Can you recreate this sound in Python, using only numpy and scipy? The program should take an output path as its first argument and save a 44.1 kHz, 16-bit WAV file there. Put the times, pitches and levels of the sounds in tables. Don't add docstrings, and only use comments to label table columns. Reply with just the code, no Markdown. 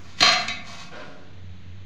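import sys
import numpy as np
from scipy import signal
from scipy.fft import rfft, irfft
from scipy.io import wavfile
from scipy.ndimage import uniform_filter1d

SR = 44100
rng = np.random.default_rng(int(sys.argv[2]) if len(sys.argv) > 2 else 0)


def bounce(signal):
    frames = np.transpose(np.atleast_2d(signal))
    limited = np.clip(frames, -1, 1)
    pcm = np.round(limited * 32767).astype(np.int16)
    wavfile.write(sys.argv[1], SR, pcm)


N = 81585
TIME = np.arange(N) / SR

# start_s, level_db, bass_db, treble_db, held_tile_db, snap_db, contact_decay_s
KNOCK_EVENTS = [(0.2063, -4, -4.5, 1.5, -13, -21, 0.0062), (0.2228, -3, 5, 2, 6, -18, 0.0091),
                (0.2270, -2, -1, 1.5, -31, -6, 0.0032), (0.2435, -3.5, 2.5, -23, -18, -7.5, 0.008),
                (0.250, -9, -2, 0, 4, -21, 0.0045), (0.262, -5, 7.5, -2, -12.5, -14, 0.00674),
                (0.275, -5, 1.5, -1, -4, -18, 0.0051), (0.288, -6.5, 3.5, 3, -6, -18, 0.0055),
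                (0.319, -8, 0, 1.5, 0.5, -14, 0.0046), (0.3240, -7, 3.5, -3.5, 3, -4, 0.0059),
                (0.332, -9.5, -19, 2, 1, -12, 0.0055), (0.4822, -15.5, -6.5, 3.5, 11, -1, 0.0045)]
# pitch_hz, level_db, ring_s
STRUCK_TILE_NOTES = [(669, -6, 0.17), (706.6, -2, 0.12), (738, -6.5, 0.13), (1115, -6.5, 0.17),
                     (1150, -4.5, 0.077), (1196, -5, 0.063), (1628, -1, 0.1), (1735, -10, 0.2),
                     (2040, 2, 0.14), (2103, -3.5, 0.083), (2680, -3, .08), (2880, -14, 0.14),
                     (3163, -3, 0.078), (3280, -4.5, 0.17), (3790, -0.5, 0.048), (4143, 7.5, 0.068),
                     (4166, -9, 0.1), (4230, -5.5, 0.039), (4420, -4.5, 0.036), (4854, -5.5, 0.11),
                     (5770, -7.5, 0.059), (6130, -15, 0.13), (6560, -12, 0.037)]
# pitch_hz, level_db, ring_s
HELD_TILE_NOTES = [(1155, -14.5, 0.046), (1410, -13, 0.094), (1782, -7.5, 0.11), (2062, -6.5, .12),
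                   (2188, -1.5, 0.078), (2275, -3.5, 0.15), (2561, -4, 0.096), (3077, -11.5, .15),
                   (3586, -12, 0.063), (3870, -3.5, 0.2), (4148, -10, .12), (4760, -12, 0.06),
                   (6800, -20, 0.03)]
# pitch_hz, level_db
CLACK_SPECTRUM = [(40, -21.5), (130, -11), (230, 0.5), (350, -17), (550, -16), (850, -10.5), (1200, -3),
                  (2500, -2), (4400, -2), (5300, -8.5), (6800, -8.5), (7800, -28.5), (10000, -35.5),
                  (13000, -45.5), (15500, -48)]
# pitch_hz, level_db
SNAP_SPECTRUM = [(300, -5), (2500, -9.5), (7000, 7), (8500, -12.5), (11000, -18), (13500, -22.5),
                 (15500, -34.5)]
# start_s, level_db
CHINK_EVENTS = [(0.2275, -40), (0.324, -23), (0.4804, -31)]
# pitch_hz, level_db
CHINK_SPECTRUM = [(500, -25), (2500, 2), (7000, 15), (8500, 0.5), (11000, -18), (13500, -26), (15500, -29)]
# pitch_hz, level_db
THUMP_SPECTRUM = [(25, -14), (60, -10), (120, -4), (220, 0), (450, -2), (650, -12), (1500, -35),
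                  (6000, -70)]
# start_s, rise_s, hold_s, decay_s, level_db, bass_db, treble_db
SLIDE_STROKES = [(0.033, 0.0042, .01, 0.26, -56, 8, 5), (0.154, 0.052, .002, 0.0029, -34, -4, 2.5),
                 (0.377, 0.025, 0.016, 0.0089, -38, -34, 2.5), (0.61, 0.065, 0.059, 0.054, -47, 8.5, 5),
                 (0.77, 0.014, 0.043, 0.017, -47, 5, 3.5)]
# start_s, rise_s, hold_s, decay_s, level_db, bass_db, treble_db
PRESS_STROKES = [(0.908, 0.0097, 0.043, 0.021, -37, -2.5, -1.5),
                 (0.947, 0.0082, 0.058, 0.047, -36, -4, -0.5),
                 (1.034, 0.0054, 0.014, 0.15, -51.5, 5.5, 11.5)]
# pitch_hz, level_db
SQUASH_SPECTRUM = [(40, -23.5), (110, -30), (180, -5.5), (450, 0), (800, -4.5), (1500, -9.5), (2500, -12.5),
                   (4200, -18), (6500, -29), (8500, -45), (15000, -68)]
# pitch_hz, level_db, ring_s
LAID_TILE_NOTES = [(278.6, -8.5, 0.38), (365, -9, 0.43), (436.8, -3.5, 0.47), (619, -5, 0.28),
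                   (752, -15, .15), (1010.5, -8, .15), (1427, -8.5, 0.094), (1586, -12.5, .08)]
# pitch_hz, ring_s
ROOM_RING_TIMES = [(100, 3.86), (250, 2.5), (400, 0.85), (700, 0.59), (1200, 0.66), (2200, 0.59),
                   (4000, 0.33), (6800, 0.38), (9000, .4), (14000, .38)]
# time_s, level_db
HUM_LEVELS = [(0, -48.5), (0.45, -52.5), (0.7, -51), (1.15, -63.5), (1.28, -53), (1.36, -44.5), (1.5, -40),
              (1.61, -50), (1.72, -41), (1.85, -42)]
# pitch_hz, level_db
AIR_SPECTRUM = [(20, -7), (50, -5.5), (85, 0.5), (125, -0.5), (185, 5.5), (250, -9), (400, -12), (700, -19),
                (1200, -19.5), (2000, -17.5), (4000, -19.5), (5200, -34.5), (6500, -29), (8500, -55.5),
                (12000, -55), (15500, -71)]
# pitch_hz, level_db
ECHO_SPECTRUM = [(60, -1), (250, 1), (600, -7.5), (2200, -11.5), (4300, -21.5), (6800, -17), (8500, -36),
                 (15000, -41)]


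def knocks(level_db=7.5, glaze_db=-10.5):
    out = np.zeros(N)
    for start_s, knock_db, bass_db, treble_db, held_db, snap_db, decay_s in KNOCK_EVENTS:
        body = through(both_tiles(struck_db=-2, held_db=held_db), tone(bass_db, treble_db))
        add(body, 0, amp(glaze_db + snap_db) * click(SNAP_SPECTRUM))
        add(out, start_s, amp(level_db + knock_db) * through(rattle(decay_s), body))
    return out


def both_tiles(struck_db, held_db, clack_db=7):
    body = amp(struck_db) * ring(STRUCK_TILE_NOTES, spread_db=1.5)
    body += amp(held_db) * ring(HELD_TILE_NOTES, spread_db=1.5)
    add(body, 0, amp(clack_db) * click(CLACK_SPECTRUM))
    return body


def rattle(decay_s, first_touch=0.214):
    t = TIME[:SR // 25]
    force = rng.standard_normal(len(t)) * np.exp(-t / decay_s)
    force /= np.linalg.norm(force)
    force[0] += first_touch
    fade = np.exp(-(t / (3 * decay_s)) ** 2)
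    for _ in range(4):
        flat_spectrum = np.exp(1j * np.angle(rfft(force, 2 * len(t))))
        force = irfft(flat_spectrum)[:len(t)] * fade
    return force / np.linalg.norm(force)


def chinks(rise_s=0.002, decay_s=0.0048):
    out = np.zeros(N)
    burst = np.minimum(TIME / rise_s, 1) * np.exp(-TIME / decay_s)
    for start_s, level_db in CHINK_EVENTS:
        add(out, start_s, amp(level_db) * noise(CHINK_SPECTRUM) * burst)
    return out


def floor_thump(start_s=0.206, level_db=-32, rise_s=0.0024, hold_s=0.016, decay_s=0.047):
    t = TIME - start_s
    push = np.clip(t / rise_s, 0, 1) * np.exp(-np.maximum(t - hold_s, 0) / decay_s)
    return amp(level_db) * push * noise(THUMP_SPECTRUM)


def slides(level_db=-1.5, hiss_db=-10):
    body = both_tiles(struck_db=-13.5, held_db=0)
    add(body, 0, amp(hiss_db) * click(SNAP_SPECTRUM))
    scrape = sum(rub(stroke, grains_per_s=1300, spread_db=0) for stroke in SLIDE_STROKES)
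    return amp(level_db) * through(scrape, body)


def mortar():
    body = ring(LAID_TILE_NOTES, spread_db=0)
    add(body, 0, click(SQUASH_SPECTRUM))
    crunch = sum(rub(stroke, grains_per_s=6000, spread_db=2.5) for stroke in PRESS_STROKES)
    return through(crunch, body)


def rub(stroke, grains_per_s, spread_db):
    start_s, rise_s, hold_s, decay_s, level_db, bass_db, treble_db = stroke
    sizes = amp(spread_db * np.minimum(rng.exponential(1, N), 4)) * rng.choice([-1, 1], N)
    grit = unit(sizes * (rng.random(N) < grains_per_s / SR))
    t = TIME - start_s
    pressure = np.clip(t / rise_s, 0, 1) ** 2 * np.exp(-np.maximum(t - rise_s - hold_s, 0) / decay_s)
    return through(amp(level_db) * pressure * grit, tone(bass_db, treble_db))


def ring(notes, spread_db):
    t, out = TIME[:SR // 2], np.zeros(SR // 2)
    chances = rng.standard_normal(len(notes))
    signs = rng.choice([-1, 1], len(notes))
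    for (pitch_hz, level_db, ring_s), chance, sign in zip(notes, chances, signs):
        note = np.sin(2 * np.pi * pitch_hz * t) * die_away(t, ring_s)
        out += sign * amp(level_db + spread_db * chance) * note / np.linalg.norm(note)
    return out


def tone(bass_db, treble_db):
    return make_filter([(380, min(bass_db, 0)), (650, bass_db), (1100, bass_db), (2000, 0.027),
                        (2700, 0.0056), (5000, treble_db), (7000, treble_db), (9000, treble_db - 1.5)])


def bathroom(sound, direct_db=-6.5, walls_db=-6, build_s=0.0012):
    density = np.minimum(0.1 + TIME / 0.08, 1)
    echoes = rng.standard_normal(N) * (rng.random(N) < density) / np.sqrt(density)
    hz, t, bands = signal.stft(echoes, SR, nperseg=256)
    bands *= die_away(t, look_up(ROOM_RING_TIMES, hz)[:, None])
    tail = signal.istft(bands, SR, nperseg=256)[1][:N]
    tail = even_out(tail) * np.minimum(TIME / build_s, 1)
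    return amp(direct_db) * sound + amp(walls_db) * through(sound, tail / np.linalg.norm(tail))


def motor_hum(pitch_hz=92.4, waver=0.034, flutter_db=0.54):
    turns = np.cumsum(pitch_hz * (1 + waver * drift(rate_hz=15))) / SR
    level_db = np.interp(TIME, *np.transpose(HUM_LEVELS)) + flutter_db * drift(rate_hz=20)
    return amp(level_db) * unit(np.sin(2 * np.pi * turns))


def room_air(air_db=-49, echo_db=-49, ring_s=0.72):
    echo = amp(echo_db) * die_away(TIME, ring_s) * noise(ECHO_SPECTRUM)
    return amp(air_db) * noise(AIR_SPECTRUM) + echo


def amp(db):
    return 10 ** (np.asarray(db) / 20)


def unit(sound):
    return sound / np.sqrt(np.mean(sound ** 2) + 1e-20)


def die_away(t, ring_s):
    return np.exp(-np.log(1000) * t / ring_s)


def look_up(table, hz):
    pitches, values = np.transpose(table)
    return np.interp(np.log(hz + 1), np.log(pitches + 1), values)


def add(mix, start_s, sound):
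    part = mix[max(round(start_s * SR), 0):][:len(sound)]
    part += sound[:len(part)]


def through(sound, response):
    return signal.fftconvolve(sound, response)[:N]


def make_filter(spectrum, size=4096):
    log_gain = np.log(amp(look_up(spectrum, abs(np.fft.fftfreq(size, 1 / SR)))))
    gain_and_phase = np.exp(np.conj(signal.hilbert(log_gain)))
    return np.fft.ifft(gain_and_phase).real[:size // 2]


def click(spectrum):
    response = make_filter(spectrum)
    return response / np.linalg.norm(response)


def noise(spectrum):
    gain = amp(look_up(spectrum, np.fft.rfftfreq(N, 1 / SR)))
    return unit(irfft(rfft(rng.standard_normal(N)) * gain, N))


def drift(rate_hz):
    keep_slow = np.exp(-(np.fft.rfftfreq(N, 1 / SR) / rate_hz) ** 2)
    return unit(irfft(rfft(rng.standard_normal(N)) * keep_slow, N))


def even_out(response, width_hz=45):
    spectrum = rfft(response, 2 * N)
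    power = uniform_filter1d(abs(spectrum) ** 2, round(width_hz * 2 * N / SR))
    return irfft(spectrum / np.sqrt(abs(power) + 1e-12))[:N]


def scene():
    echoing_tile = bathroom(knocks() + slides() + mortar())
    return (echoing_tile + floor_thump() + chinks() + motor_hum() + room_air())[None]


def record(dry, offset=0.0133, cutoff_hz=15680):
    low_pass = signal.firwin(511, cutoff_hz, window=("kaiser", 9), fs=SR)
    return offset + signal.oaconvolve(dry, low_pass[None], "same")


dry = scene()
out = record(dry)
bounce(out)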